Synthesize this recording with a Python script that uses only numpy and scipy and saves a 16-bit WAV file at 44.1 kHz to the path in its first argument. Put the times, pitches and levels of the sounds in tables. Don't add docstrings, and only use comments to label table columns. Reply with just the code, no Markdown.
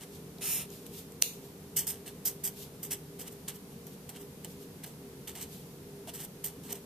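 import sys
import numpy as np
from scipy import signal
from scipy.fft import rfft, irfft, next_fast_len
from scipy.io import wavfile
from scipy.ndimage import uniform_filter1d

SR = 44100
rng = np.random.default_rng(int(sys.argv[2]) if len(sys.argv) > 2 else 0)


def generate_wav(sig):
    pcm = np.round(np.clip(np.atleast_2d(sig).T, -1, 1) * 32767).astype(np.int16)
    wavfile.write(sys.argv[1], SR, pcm)


def undo_db(level):
    steps = np.asarray(level, float) / 20
    return 10 ** steps


N = 302305


def unit(x):
    return x / np.sqrt(np.mean(x ** 2) + 1e-20)


def along(points, hz):
    f, v = np.transpose(points)
    return np.interp(np.log(hz + 1), np.log(f + 1), v)


def filtered(x, response):
    m = next_fast_len(x.shape[-1] + 8192)
    spectrum = rfft(x, m) * response(np.fft.rfftfreq(m, 1 / SR))
    return irfft(spectrum, m)[..., :x.shape[-1]]


def coloured(x, colour):
    return filtered(x, lambda hz: undo_db(along(colour, hz)))


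def modes(table):
    def response(f):
        total = 0
        for k, (centre, width, db) in enumerate(table):
            resonance = 1j * f * width / (centre * centre - f * f + 1j * f * width)
            total = total + (-1) ** k * undo_db(db) * resonance
        return total
    return response


def swell(t, peak_s, db, rise_s, hold_s, fade_s, sag=0):
    swing_db = 25
    held_s = max(hold_s, 0)
    rise = np.minimum(t - peak_s, 0) / max(rise_s, .002)
    fade = np.maximum(t - peak_s - held_s, 0) / max(fade_s, .004)
    return db + swing_db * (rise - fade) - sag * np.clip(t - peak_s, 0, held_s)


# (start t/s, peak level/dB, hold t/s, fade t/s, brightness level/dB)
FLICKS = [(1.761, -28.5, 0.027, 0.057, 0), (1.865, -34, 0.027, 0.073, 2), (2.249, -32, 0.026, .052, 3.5),
          (2.434, -34.5, 0.042, .028, 3), (2.825, -43.5, 0.023, 0.056, 4.5),
          (3.477, -35, 0.0026, 0.038, -3), (4.087, -44.5, .003, 0.029, -0.5),
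          (4.441, -47, .003, .024, -5.5), (4.857, -53, .005, 0.093, 2), (5.27, -43.5, .02, .045, -2.5),
          (5.347, -48, 0.032, .03, -1), (6.437, -38, .02, .06, 2), (6.63, -53.5, .055, .03, 2)]
# (start t/s, landing level/dB, hold t/s, fade t/s, brightness level/dB)
PUSHES = [
    (0.0, -54.5, 0.028, 0.026, -0.5),
    (2.053, -49.5, 0.02, 0.043, -1.5),
    (2.901, -37.5, .02, 0.036, -1),
    (3.184, -49, 0.022, 0.052, 2.5),
    (6.069, -49.5, .018, 0.024, -3),
    (6.129, -49, 0.017, .08, 2),
]
# (peak t/s, peak level/dB, rise t/s, fade t/s, brightness level/dB)
CURLS = [(3.28, -45, .04, 0.018, -1.5), (3.326, -55.5, .05, .045, 7), (3.56, -53, .06, 0.027, 4),
         (4.166, -49.5, 0.04, 0.028, -3.5), (4.218, -54.5, .06, .045, 5), (4.842, -40, 0.011, 0.018, -2.5),
         (5.43, -42, 0.084, 0.039, -0.5), (6.21, -43.5, 0.046, 0.053, 0.5), (6.25, -45, 0.074, 0.017, 2.5),
         (6.708, -43.5, 0.035, 0.029, -2), (6.729, -36, .018, 0.0086, 2), (6.758, -48.5, 0.046, .045, 1)]
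# (t/s, scratch level/dB, brightness level/dB)
LINE = [
    (0.408, -56, -1),
    (0.414, -47, -3),
    (0.428, -40, -3.5),
    (0.467, -36, -1.5),
    (0.549, -34.5, 0),
    (0.621, -43, -2.5),
    (0.66, -59.5, 1),
]


def pen():
    lead, n = SR // 12, SR // 6
    out, t = np.zeros((2, N + SR)), np.arange(n) / SR
    landed = [(row, 0.0057, 96) for row in FLICKS]
    landed += [(row, 0.0096, -150) for row in PUSHES]
    for (s, db, hold_s, fade_s, bright_db), rise_s, sag in landed:
        level = swell(t, rise_s, db, rise_s, hold_s, fade_s, sag)
        out[:, round(s * SR):][:, :n] += stroke(level, bright_db)
    for s, db, rise_s, fade_s, bright_db in CURLS:
        level = swell(t, lead / SR, db, rise_s, 0, fade_s)
        out[:, round(s * SR) - lead:][:, :n] += stroke(level, bright_db)
    s, db, bright_db = np.transpose(LINE)
    at = np.arange(SR // 3, SR * 3 // 4)
    level = np.interp(at / SR, s, db, -200, -200)
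    out[:, at] += stroke(level, np.interp(at / SR, s, bright_db), ruled=True)
    return ports(*out[:, :N])


# (f/Hz, level/dB per Hz)
SCRATCH = [(590, -58), (1000, -28.5), (1510, -23.5), (1610, -15.5), (1780, -19), (1940, -15), (2530, -18),
           (2990, -10.5), (3950, -18), (6210, -8), (6870, -12), (8380, -5.5), (11100, -9.5), (12900, -1),
           (14100, -1)]
# (f/Hz, level/dB per Hz)
RULED = [(590, -49), (1000, -32), (1320, -9), (1520, -29), (1630, -10.5), (2190, -10), (2590, -5),
         (4820, -9), (5320, -4.5), (6080, -10.5), (6570, -4.5), (8110, -9.5), (9460, -0.5), (10800, -6.5),
         (14100, -1)]
# (f/Hz, width f/Hz, level/dB)
DESK = [(593, 41, -5), (693, 14, 1.5), (784, 96, -3), (930, 50, 1), (1230, 340, -9)]


def stroke(db, bright_db, ruled=False):
    n = len(db)
    colour, catch_db = (RULED, .8) if ruled else (SCRATCH, 2.5)
    grains = fibres(n, colour, grain_db=1.2, catch_db=catch_db, comb_db=1.5)
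    low = filtered(grains, lambda hz: hz < 4500)
    top = filtered(grains, lambda hz: hz > 11000)
    middle = grains - low - top
    desk = filtered(rng.standard_normal((2, n)), modes(DESK))
    harder_db = np.maximum(db + 50.5, -8)
    low_db = db - 5.5 - 0.36 * harder_db - bright_db
    top_db = db + 6 + 0.16 * harder_db + 0.82 * bright_db
    desk_db = low_db - 0.56 * np.maximum(low_db + 68.5, 0)
    layers = [(middle, db), (low, low_db), (top, top_db), (desk, desk_db)]
    return sum(unit(x) * undo_db(level) for x, level in layers)


def fibres(n, colour, grain_db, catch_db, comb_db):
    catches = uniform_filter1d(rng.standard_normal(n), size=50)
    sizes = undo_db(grain_db * rng.exponential(size=n) + catch_db * np.clip(unit(catches), -3, 2))
    plucks = unit(sizes * rng.standard_normal((2, n)))
    comb = rng.standard_normal(size=60)

    def response(hz):
        return undo_db(along(colour, hz) + comb_db * np.interp(hz / 300, np.arange(len(comb)), comb))
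    return filtered(plucks, response)


# (t/s, peak level/dB, desk knock against it level/dB, ring f/Hz, ring against crack level/dB)
TICKS = [(0.3845, -45.5, -8, 4400, 0), (0.7035, -45, -21, 6500, 0), (0.865, -37.5, -30, 13300, -15),
         (1.1203, -44, -27, 7710, -9), (3.868, -40, -24, 13400, -8), (4.092, -39.5, -23, 7650, 2),
         (4.4464, -34, -24, 7700, -7), (4.8384, -36.5, -19, 13700, -6), (5.3531, -39, -18, 2830, -7),
         (6.0735, -42, -3, 3090, -14), (6.7256, -30, -21, 13500, -6)]
# (f/Hz, width f/Hz, level/dB)
KNOCK = [(692, 60, 0)]


def ticks():
    crack, knock, t = np.zeros((2, N + SR)), np.zeros(N + SR), np.arange(SR // 10) / SR
    n = len(t)
    for s, db, knock_db, ring_hz, ring_db in TICKS:
        start = round(s * SR)
        ring = modes([(ring_hz, 700, ring_db + 6)])
        burst = filtered(rng.standard_normal((2, n)), lambda hz: undo_db(along(SCRATCH, hz)) + ring(hz))
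        crack[:, start:][:, :n] += undo_db(db + 3.5 - 60 * t / 0.014) * unit(burst)
        push = undo_db(-60 * t / 0.18) * rng.standard_normal(n)
        knock[start:][:n] += undo_db(db + knock_db - 10) * unit(filtered(push, modes(KNOCK)))
    return ports(*crack[:, :N]) + knock[:N]


# (t/s, peak level/dB, room answer level/dB)
SNAP = (1.2235, -7.5, -22)
# (f/Hz, width f/Hz, level/dB)
PLASTIC = [(1720, 340, -14), (2620, 560, -3.5), (3970, 1000, -4.5), (5000, 420, 0), (6030, 700, 1),
           (7120, 480, -3), (7600, 350, -15), (9500, 840, 2.5), (11500, 1500, -4.5), (14000, 1100, 5)]
# (f/Hz, width f/Hz, level/dB)
ANSWER = [(2660, 560, 6), (4070, 660, 7.5), (5900, 730, 7), (6900, 640, 10), (9000, 2200, 4),
          (14200, 1300, 11)]


def snap():
    s, db, room_db = SNAP
    out, lead = np.zeros((2, N)), SR // 20
    t = (np.arange(SR // 2) - lead) / SR
    creak = np.exp(np.where(t < 0, t / 0.0024, -t / 0.00073))
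    blows = 0.053 * creak * rng.standard_normal((2, len(t)))
    blows[0, [lead - 52, lead - 20, lead + 10]] += [.6, .55, 1.15]
    blows[1, [lead - 35, lead + 14]] += [.6, 1]
    crack = ports(*filtered(blows, lambda hz: modes(PLASTIC)(hz) * (hz > 1400)))
    thud = filtered(blows[0], modes(DESK))
    tail = unit(filtered(rng.standard_normal(blows.shape), modes(ANSWER)))
    onset = np.clip((t - .003) / 0.0077, 0, 1)
    answer = onset * undo_db(room_db - 60 * np.abs(t) / 0.34) * tail
    sound = undo_db(16.5) * crack + 1.54 * thud + answer
    out[:, round(s * SR) - lead:][:, :len(t)] = undo_db(db) * sound
    return out


# (peak t/s, peak level/dB, rise t/s, fade t/s)
BRUSH = [(.156, -55.5, .12, .08), (.728, -53.5, .09, .24), (.866, -55, .015, 0.018), (.94, -56.5, 0.03, .1),
         (.99, -50, 0.11, 0.093), (1.45, -58.5, .07, .12), (2.575, -57, 0.024, .1),
         (2.63, -49, 0.14, 0.079), (3.724, -61, .05, .04), (3.872, -55, .005, .025),
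         (3.94, -60.5, .2, .045), (4.516, -58, 0.17, .06), (4.628, -57, .1, .07), (5.53, -53.5, .11, 0.28)]
# (f/Hz, level/dB per Hz)
SKIN = [(1180, -47), (2000, -16.5), (3270, -7), (5080, -8.5), (11200, -8.5), (13200, -3.5), (14100, -3.5)]


def hand():
    t = np.arange(0, N, 16) / SR
    swells = sum(undo_db(swell(t, s, db, rise_s, 0, fade_s)) for s, db, rise_s, fade_s in BRUSH)
    level = np.interp(np.arange(N) / SR, t, swells)
    shared, own = rng.standard_normal(N), rng.standard_normal((2, N))
    return level * undo_db(7.0) * unit(coloured(0.64 * shared + own, SKIN))


# (f/Hz, likeness 0-1)
ALIKE = [(1000, 0.91), (2500, 0.98), (4000, 0.92), (5500, 0.5), (7000, 0.27), (8500, 1), (10500, 0.34),
         (13200, 0.6)]
# (f/Hz, phase/rad)
LEAD = [(4500, 0.16), (6000, 1.7), (8000, 0.71), (10000, 1.95), (14000, 2.02)]
# (f/Hz, level/dB)
LEAN = [(4000, -0.5), (7500, -0.5), (9000, 0.5), (12000, -0.5), (14000, -6)]


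def ports(a, b):
    def turn(hz):
        return np.arccos(np.clip(along(ALIKE, hz), 0, 1)) / 2

    def half(hz):
        return undo_db(along(LEAN, hz) / 2) * np.exp(-.5j * along(LEAD, hz))
    mid = filtered(a, lambda hz: np.cos(turn(hz)))
    side = filtered(b, lambda hz: np.sin(turn(hz)))
    return np.array([filtered(mid + side, half), filtered(mid - side, lambda hz: 1 / half(hz))])


def room(x):
    t = np.arange(SR // 3) / SR
    tail = rng.standard_normal((2, len(t))) * undo_db(-60 * t / 0.29) * (t > .006)
    return signal.fftconvolve(x, tail / np.linalg.norm(tail[0]), axes=1)[:, :N]


# (f/Hz, width f/Hz, level/dB)
HUM = [(78.8, 16.6, -8.5), (101, 14.4, -14), (141, 15, -4), (163.7, 14.2, -0.5), (192.2, 12.4, -2.5),
       (230, 11.2, -6.5), (261.2, 9, -5), (290.5, 7.2, -5.5), (352.3, 4.3, -7), (403.3, 7.1, 1.5),
       (443.8, 15.4, -6.5), (463.2, 16, -3.5), (509, 19, -11.5), (589, 8.2, -20)]
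# (f/Hz, level/dB per Hz)
AIR = [(25, -25), (60, -22), (150, -6), (300, -13), (600, -20), (1000, -26.5), (1500, -37), (3000, -46.5)]


def ventilation():
    ringing = filtered(rng.standard_normal(N), lambda hz: modes(HUM)(hz) / (1 + (hz / 620) ** 4))
    whine = undo_db(-64.5) * np.sin(2 * np.pi * 401 * np.arange(N) / SR)
    hum = undo_db(-50) * unit(ringing) + whine
    sway = undo_db(-70) * unit(filtered(rng.standard_normal(N), modes(HUM[5:])))
    air = unit(coloured(rng.standard_normal((3, N)), AIR))
    apart = filtered(air[1:], lambda hz: np.clip(hz / 1400, .18, .9))
    return hum + np.outer([1, -1], sway) + undo_db(-54) * (air[0] + apart)


def scene():
    near = pen() + ticks()
    wet = undo_db(-17) * room(near)
    return near + wet + hand() + snap() + ventilation()


# (start t/s, length t/s, f/Hz)
GAPS = [(.45, .09, 5030), (.54, .09, 4860), (.52, .08, 4480), (1.195, .02, 4700), (1.24, .09, 3190),
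        (1.24, .09, 5350), (1.24, .09, 7900), (1.78, .08, 4010), (1.89, .04, 4520), (2.45, .05, 4180),
        (2.83, .06, 4310), (2.84, .03, 5200), (2.94, .04, 4270), (3.82, .04, 3350), (4.19, .04, 4300),
        (6.44, .03, 5170), (6.74, .05, 4560)]


def gaps(x):
    width_hz, sinks_hz_per_s = 320, 700
    hz, t, z = signal.stft(x, SR, nperseg=768, noverlap=576)
    keep = np.ones(z.shape[1:])
    for s, length, start_hz in GAPS:
        centre = start_hz - sinks_hz_per_s * (t - s)
        in_band = np.abs(hz[:, None] - centre) < width_hz / 2
        keep[in_band & (t > s) & (t < s + length)] = .03
    return signal.istft(z * keep, SR, nperseg=768, noverlap=576)[1][:, :N]


def roll_off(x):
    return signal.sosfilt(signal.butter(12, 15310, fs=SR, output="sos"), x)


# (f/Hz, level/dB per Hz)
HISS = [(880, -33), (1500, -3), (1560, -3), (4890, -4.5), (5840, -4.5), (7670, -5.5), (14100, -1.5)]
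# (f/Hz, level/dB)
EDGE = [(14150, 0), (14300, -35), (14600, -43), (15000, -62), (16000, -72)]


def record(dry):
    noise = rng.standard_normal((2, N))
    hiss = undo_db(-54) * unit(filtered(noise, lambda hz: undo_db(along(HISS, np.maximum(hz, 1600)))))
    limited = coloured(gaps(dry + hiss), EDGE)
    return roll_off(limited)


dry = scene()
out = record(dry)
generate_wav(out)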